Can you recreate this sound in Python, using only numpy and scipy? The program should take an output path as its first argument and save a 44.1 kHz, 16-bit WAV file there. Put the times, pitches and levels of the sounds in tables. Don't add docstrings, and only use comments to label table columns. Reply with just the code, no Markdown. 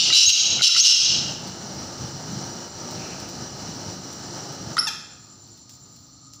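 import sys
import numpy as np
from scipy import signal
from scipy.fft import rfft, irfft
from scipy.io import wavfile

SR = 44100
rng = np.random.default_rng(int(sys.argv[2]) if len(sys.argv) > 2 else 0)


def materialize(psi):
    bounded = np.clip(np.atleast_2d(psi).T, -1, 1)
    quanta = np.round(bounded * 32767).astype(np.int16)
    wavfile.write(sys.argv[1], SR, quanta)


N = 282240
LEAD = SR // 4
TOTAL = N + LEAD

# start in seconds, length in seconds, relative level in dB, loss by the end in dB,
# weight of the 4 kHz throat mode in dB, weight of the 5.4 kHz mode in dB.
RASP_NOTES = [(-.2, 0.13, -6.5, -11, -13, 1), (0.125, 0.14, 6.5, 8.5, 3.5, 4),
              (.284, 0.031, 9, 11, -11, 0.5), (0.619, 0.072, 7, 6, -0.5, 3.5),
              (0.766, 0.0504, -0.5, -1, -15, 7), (0.825, .11, 4.5, 8, -4.5, 6)]
# pitch in Hz, width of each of two passes in Hz, level in dB.
THROAT_MODES = [(2817, 240, 1), (3895, 190, -5.5), (5338, 750, 2.5), (6170, 530, -4.5), (4724, 1160, 0.5),
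                (3250, 2650, -2), (7100, 490, -7), (8780, 2700, -18), (15400, 2100, -24.5)]
# start in seconds, length in seconds, pitch from in Hz, pitch to in Hz, climb in seconds,
# creep in Hz per second, level before the climb weakens it in dB, second partial at full pitch in dB.
WHISTLE_NOTES = [(.257, .031, 5900, 6470, .004, 3500, 3, -33),
                 (.794, .034, 5500, 6600, .015, -3500, 4, -33),
                 (4.781, .021, 2400, 5030, .004, 25000, -14, -12)]
# start in seconds, level before the swell and decay in dB, pitch in Hz, upper mode relative in dB.
CLUCK_NOTES = [(.102, -24, 1310, 2.5), (.126, -17, 1520, 6), (.593, -25, 1430, 2), (.609, -18.5, 1430, -5),
               (.692, -9.5, 1380, -10), (.749, -16.5, 1307, 3), (.763, -8, 1380, -7),
               (.909, -16, 1410, -15), (4.768, -12.5, 1263, -9), (4.78, -9.5, 1404, -12.5)]
# pitch in Hz, level in dB.
CROAK_SPECTRUM = [(700, -10), (1800, -7.5), (2600, -7), (3500, -2), (4500, -9), (6200, -5.5), (8500, -23.5),
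                  (12000, -44), (15000, -26)]
# pitch in Hz, time to fall 60 dB in seconds, relative level in dB.
ROOM_DECAY = [(500, 0.39, 3), (2060, 0.85, 2.5), (6000, 0.64, 3), (6700, 0.77, 1), (10000, 0.44, 0.5),
              (15000, 0.44, 6)]
# start in seconds, level before the swell and decay in dB,
# pitch in Hz, time to fall 60 dB in seconds.
LOW_THUMPS = [(.268, -10.5, 97, 0.11), (.795, -27, 110, 0.11)]
# start in seconds, level of the rattle in dB.
CLAW_TICKS = [(1.4734, -39.5), (2.0594, -50), (2.3894, -53), (2.9094, -39), (3.2013, -39.5),
              (3.2879, -39.5), (3.8911, -52), (4.1294, -43), (4.3313, -49), (4.5251, -42), (5.475, -53),
              (5.574, -52), (5.694, -43.5), (5.737, -52), (5.9628, -51), (6.336, -47)]
# pitch in Hz, relative level in dB per Hz.
TICK_SPECTRUM = [(2000, -9), (5500, 13.5), (8000, 0.5), (12000, -22), (15300, 3)]
# pitch in Hz, relative level in dB per Hz.
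HUM_SPECTRUM = [(18, -56), (30, -29.5), (97, 0), (148, 2.5), (332, -5.5), (479, -9), (921, -8.5),
                (1020, -17), (1260, -11), (2300, -24), (3590, -22), (5740, -8.5), (9190, -34), (12900, -49),
                (15500, -28.5)]
# pitch in Hz, width in Hz, gain in dB.
HUM_RESONANCES = [(5790, 20, 7.5), (2964, 79, 6), (4150, 250, 0), (338, 10, 0.5)]
# pitch in Hz, relative level in dB per Hz.
STILL_SPECTRUM = [(30, -37), (55, -10.5), (114, 3), (213, -8), (292, -5), (399, -30.5), (1200, -23),
                  (1590, -36), (3320, -29.5), (4190, -18), (6200, -12.5), (8060, -55), (12600, -54),
                  (15500, -36)]
# time in seconds, level in dB.
FAR_SWELL = [(2.88, -54), (3.0, -38), (3.18, -42), (3.3, -46)]
# pitch in Hz, width of each of two passes in Hz, level in dB,
# mean throbs per second, throb depth in dB, uneven flicker in dB.
NARROW_BANDS = [(7200, 320, -53, 9.9, 3.2, 1.5), (1245, 90, -63, 0, 0, 2.5), (4280, 500, -60, 0, 0, 1.0),
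                (5850, 600, -60, 0, 0, 1.0), (15200, 900, -74, 0, 0, 3.5)]

RASP_PER_S, RASP_JITTER, RASP_SPREAD_DB, RASP_BREATH = 560, 0.3, 2.5, 0.76
RASP_SWELL_SHARE, RASP_START_DB = 0.35, -15
RASP_RELEASE_S, RASP_RELEASE_DB = 0.0084, -25
NARROW_LOW_DB, NARROW_HIGH_DB = 13.5, -16
RASP_EDGE_HZ = 2200
WINDPIPE_HZ, WINDPIPE_WIDTH_HZ, WINDPIPE_DB = 1350, 650, -23
PITCH_LAG_S, WHISTLE_EDGE_S, WHISTLE_RISE_DB = 0.002, 0.003, 0.5
CLIMB_DB_PER_SPEED = 75
SECOND_DB_PER_OCTAVE = 70
CLUCK_OVERTONE, CLUCK_RISE_S, CLUCK_T60_S = 1.51, 0.00075, 0.029
PUFF_DB, PUFF_T60_S, PUFF_HZ, PUFF_WIDTH_HZ = -4.5, 0.029, 3800, 3500
CROAK_S, CROAK_LENGTH_S, CROAK_EDGE_S, CROAK_DB, CROAK_SAG_DB = 4.866, 0.029, 0.006, -22, 5.5
CROAK_HZ, CROAK_FALL_HZ_PER_S, CROAK_BREATH = 953, 6600, 0.12
ROOM_DB, FIRST_ECHO_S = -5.5, 0.0031
ECHOES_PER_S, ECHO_GROWTH_S = 1200, 0.02
FLUTTER_S, FLUTTER_SHARE = 0.0378, 0.49
FLUTTER_LOW_HZ, FLUTTER_CUT_HZ = 85, 3600
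TICK_T60_S, SNAP_DB, SNAP_T60_S = 0.15, 5, 0.0052
RUSTLE_PER_S, RUSTLE_DB, RUSTLE_SPREAD_DB, RUSTLE_T60_S = 13, -69, 2.7, 0.057
HUM_DB, HUM_END_DB, HUM_STOP_S, HUM_FADE_S = -34.5, -59.5, 4.68, 0.48
HUM_FLICKER_DB, HUM_FLICKER_S = 1.23, 0.031
BASS_HZ, BASS_WAVER_DB, BASS_WAVER_S = 313, 2.5, 0.022
STILL_DB = -52
SWELL_HZ, SWELL_WIDTH_HZ = 2540, 710
DIP_HZ, DIP_WIDTH_HZ, DIP_SHARE = 6650, 226, 0.6
KNEE_DB, SQUEEZE, RELEASE_DB_PER_S = -10, 0.77, 110
ATTACK_S, AHEAD_S, CUTOFF_HZ = 0.001, 0.003, 15560


def rasps():
    gate, level_db, low_db, high_db = in_time([rasp_shape(*row) for row in RASP_NOTES])
    slam_count = np.cumsum(RASP_PER_S * np.exp(RASP_JITTER * drift(0.001))) / SR
    pulses = np.diff(np.floor(slam_count), prepend=0)
    pulses = pulses * amp(RASP_SPREAD_DB * rng.standard_normal(TOTAL))
    breath = RASP_BREATH * rng.standard_normal(TOTAL)
    source = (rms_one(pulses) + breath) * gate * amp(level_db)
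    weights = [1, amp(low_db), amp(high_db)] + [1] * 6
    voice = 0
    for k, (throat_mode, weight) in enumerate(zip(THROAT_MODES, weights)):
        voice = voice + (-1) ** k * mode(source * weight, *throat_mode)
    edge = signal.butter(4, RASP_EDGE_HZ, "high", fs=SR, output="sos")
    return signal.sosfilt(edge, voice) + mode(source, WINDPIPE_HZ, WINDPIPE_WIDTH_HZ, WINDPIPE_DB)


def rasp_shape(s, length, db, loss_db, low_db, high_db):
    end_db = db - loss_db
    return [(s, db + RASP_START_DB, low_db + NARROW_LOW_DB, high_db + NARROW_HIGH_DB),
            (s + RASP_SWELL_SHARE * length, db, low_db, high_db),
            (s + length - RASP_RELEASE_S, end_db, low_db, high_db),
            (s + length, end_db + RASP_RELEASE_DB, low_db, high_db)]


def whistles():
    out = np.zeros(TOTAL)
    for s, length, from_hz, to_hz, climb, creep, db, second_db in WHISTLE_NOTES:
        t = np.arange(round(length * SR)) / SR
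        hz = from_hz + (to_hz - from_hz) * smooth(np.minimum(t / climb, 1), PITCH_LAG_S) + creep * t
        octaves_under = np.maximum(np.log2(to_hz / hz), 0)
        speed = np.gradient(np.log2(hz), 1000 / SR)
        level_db = db - CLIMB_DB_PER_SPEED * speed + WHISTLE_RISE_DB * t / length
        edges = np.clip(np.minimum(t, length - t) / WHISTLE_EDGE_S, 0, 1)
        phase = 2 * np.pi * np.cumsum(hz) / SR
        second = amp(second_db - SECOND_DB_PER_OCTAVE * octaves_under) * np.sin(2 * phase)
        at = LEAD + round(s * SR)
        out[at:at + len(t)] += edges * amp(level_db) * (np.sin(phase) + second)
    return out * np.sqrt(2)


def clucks():
    ringing, starts = [], np.zeros(TOTAL)
    for s, db, hz, upper_db in CLUCK_NOTES:
        ringing.append((s, db, hz, CLUCK_T60_S))
        ringing.append((s, db + upper_db, hz * CLUCK_OVERTONE, CLUCK_T60_S))
        starts[LEAD + round(s * SR)] = amp(db + PUFF_DB)
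    puffs = die_away(starts, PUFF_T60_S) * rng.standard_normal(TOTAL)
    return rings(ringing, CLUCK_RISE_S) + mode(puffs, PUFF_HZ, PUFF_WIDTH_HZ, 0)


def croak():
    t = np.arange(round(CROAK_LENGTH_S * SR)) / SR
    hz = CROAK_HZ - CROAK_FALL_HZ_PER_S * t
    edges = np.clip(np.minimum(t, CROAK_LENGTH_S - t) / CROAK_EDGE_S, 0, 1) ** 2
    phase = 2 * np.pi * np.cumsum(hz) / SR
    stack = 0
    for k in range(1, 18):
        stack = stack + amp(at_hz(CROAK_SPECTRUM, k * hz)) * np.cos(k * phase + 0.081 * k * k)
    level = amp(CROAK_DB - CROAK_SAG_DB * t / CROAK_LENGTH_S)
    hoarseness = 1 + CROAK_BREATH * rng.standard_normal(len(t))
    out, at = np.zeros(TOTAL), LEAD + round(CROAK_S * SR)
    out[at:at + len(t)] = edges * level * rms_one(stack) * hoarseness
    return out


def room(x):
    t = np.arange(SR) / SR
    chance = np.minimum(ECHOES_PER_S * (1 + (t / ECHO_GROWTH_S) ** 2) / SR, 1)
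    noise = rng.standard_normal(SR) * (rng.random(SR) < chance)
    noise = noise / np.sqrt(chance) * (t > FIRST_ECHO_S)
    table = np.array(ROOM_DECAY)
    edges = 500 * 2 ** np.arange(0, 5.1, 1 / 3)
    echoes = 0
    for low, high in zip(edges, edges[1:]):
        band = signal.sosfilt(signal.butter(4, [low, high], "band", fs=SR, output="sos"), noise)
        middle = np.sqrt(low * high)
        t60 = at_hz(table[:, [0, 1]], middle)
        level_db = at_hz(table[:, [0, 2]], middle)
        echoes = echoes + band * amp(level_db - 60 * t / t60)
    return signal.fftconvolve(x, echoes / np.sqrt(np.sum(echoes ** 2)))[:len(x)]


def thumps():
    return rings(LOW_THUMPS, 0.0083)


def ticks():
    envelope, t = np.zeros(TOTAL + SR // 5), np.arange(SR // 5) / SR
    for s, db in CLAW_TICKS:
        at = LEAD + round(s * SR)
        rattle = amp(db - 60 * t / TICK_T60_S)
        snap = amp(db + SNAP_DB - 60 * t / SNAP_T60_S)
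        envelope[at:at + len(t)] += rattle + snap
    starts = rng.random(TOTAL) < RUSTLE_PER_S / SR
    starts = starts * amp(RUSTLE_DB + RUSTLE_SPREAD_DB * rng.standard_normal(TOTAL))
    noise = rms_one(coloured(rng.standard_normal(TOTAL), TICK_SPECTRUM))
    return (envelope[:TOTAL] + die_away(starts, RUSTLE_T60_S)) * noise


def hum_and_hiss():
    hum = flutter(coloured(rng.standard_normal(TOTAL), HUM_SPECTRUM))
    hum = hum + sum(amp(db) * resonate(hum, hz, width) for hz, width, db in HUM_RESONANCES)
    bass = signal.sosfilt(signal.butter(2, BASS_HZ, fs=SR, output="sos"), hum)
    hum = hum + bass * (amp(BASS_WAVER_DB * drift(BASS_WAVER_S)) - 1)
    since_stop = np.maximum((np.arange(TOTAL) - LEAD) / SR - HUM_STOP_S, 0)
    level_db = HUM_END_DB + (HUM_DB - HUM_END_DB) * np.exp(-since_stop / HUM_FADE_S)
    return amp(level_db + HUM_FLICKER_DB * drift(HUM_FLICKER_S)) * rms_one(hum)


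def still_bed():
    return amp(STILL_DB) * rms_one(flutter(coloured(rng.standard_normal(TOTAL), STILL_SPECTRUM)))


def far_swell():
    gate, level_db = in_time([FAR_SWELL])
    return gate * mode(amp(level_db) * rng.standard_normal(TOTAL), SWELL_HZ, SWELL_WIDTH_HZ, 0)


def narrow_bands():
    out = np.zeros(TOTAL)
    for hz, width, db, per_s, depth_db, flicker_db in NARROW_BANDS:
        throb = np.sin(2 * np.pi * np.cumsum(per_s * (1 + 0.03 * drift(0.1))) / SR)
        band = resonate(resonate(rng.standard_normal(TOTAL), hz, width), hz, width)
        out += amp(db + depth_db * throb + flicker_db * drift(0.06)) * rms_one(band)
    return out


def background():
    out = hum_and_hiss() + still_bed() + far_swell() + narrow_bands()
    return out - DIP_SHARE * resonate(out, DIP_HZ, DIP_WIDTH_HZ)


def flutter(x):
    hz = np.fft.rfftfreq(len(x), 1 / SR)
    low_cut = hz ** 4 / (hz ** 4 + FLUTTER_LOW_HZ ** 4)
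    loop = FLUTTER_SHARE / (1 + (hz / FLUTTER_CUT_HZ) ** 2) * low_cut
    return irfft(rfft(x) / (1 - loop * np.exp(-2j * np.pi * hz * FLUTTER_S)), len(x))


def rings(events, rise_s):
    out, t = np.zeros(TOTAL), np.arange(SR // 8) / SR
    for s, db, hz, t60 in events:
        at = LEAD + round(s * SR)
        envelope = amp(db - 60 * t / t60) * (1 - np.exp(-t / rise_s))
        out[at:at + len(t)] += envelope * np.sin(2 * np.pi * hz * t)
    return out


def die_away(starts, t60):
    return signal.lfilter([1], [1, -amp(-60 / (t60 * SR))], starts + 1e-18)


def mode(x, hz, width_hz, db):
    ringing = resonate(resonate(x, hz, width_hz), hz, width_hz)
    return amp(db) * ringing * np.sqrt(SR / (4 * np.pi * width_hz))


def resonate(x, hz, width_hz):
    r = np.exp(-np.pi * width_hz / SR)
    poles = [1, -2 * r * np.cos(2 * np.pi * hz / SR), r * r]
    return signal.lfilter([(1 - r * r) / 2, 0, (r * r - 1) / 2], poles, x + 1e-18)


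def coloured(x, spectrum):
    hz = np.fft.rfftfreq(len(x), 1 / SR)
    return irfft(rfft(x) * amp(at_hz(spectrum, hz)), len(x))


def at_hz(points, hz):
    points = np.array(points)
    return np.interp(np.log(np.maximum(hz, 1)), np.log(points[:, 0]), points[:, 1])


def in_time(tables):
    t = (np.arange(TOTAL) - LEAD) / SR
    s, *columns = np.transpose(np.vstack(tables))
    gate = sum((t >= rows[0][0]) & (t <= rows[-1][0]) for rows in tables)
    return [smooth(gate, 0.00056)] + [np.interp(t, s, column) for column in columns]


def drift(seconds):
    return rms_one(smooth(smooth(rng.standard_normal(TOTAL), seconds), seconds))


def smooth(x, seconds):
    r = np.exp(-1 / (max(seconds, 1e-4) * SR))
    return signal.lfilter([1 - r], [1, -r], x)


def rms_one(x):
    return x / np.sqrt(np.mean(x ** 2) + 1e-20)


def amp(db):
    return 10 ** (np.asarray(db) / 20)


def scene():
    bird = rasps() + whistles() + clucks() + croak()
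    mix = bird + amp(ROOM_DB) * room(bird) + thumps() + ticks() + background()
    return mix[None, LEAD:]


def record(dry):
    settle = SR // 50
    start = np.concatenate([dry[0, :settle][::-1], dry[0]])
    peak_db = 20 * np.log10(np.abs(start) + 1e-9)
    wanted_cut_db = SQUEEZE * np.maximum(peak_db - KNEE_DB, 0)
    climb_db = RELEASE_DB_PER_S * np.arange(len(start)) / SR
    cut_db = np.maximum.accumulate(wanted_cut_db + climb_db) - climb_db
    cut_db = smooth(smooth(cut_db, ATTACK_S), ATTACK_S)
    cut_db = np.interp(np.arange(N) + settle + AHEAD_S * SR, np.arange(len(start)), cut_db)
    top_cut = signal.ellip(14, 0.5, 75, CUTOFF_HZ, fs=SR, output="sos")
    return signal.sosfilt(top_cut, dry * amp(-cut_db))


dry = scene()
out = record(dry)
materialize(out)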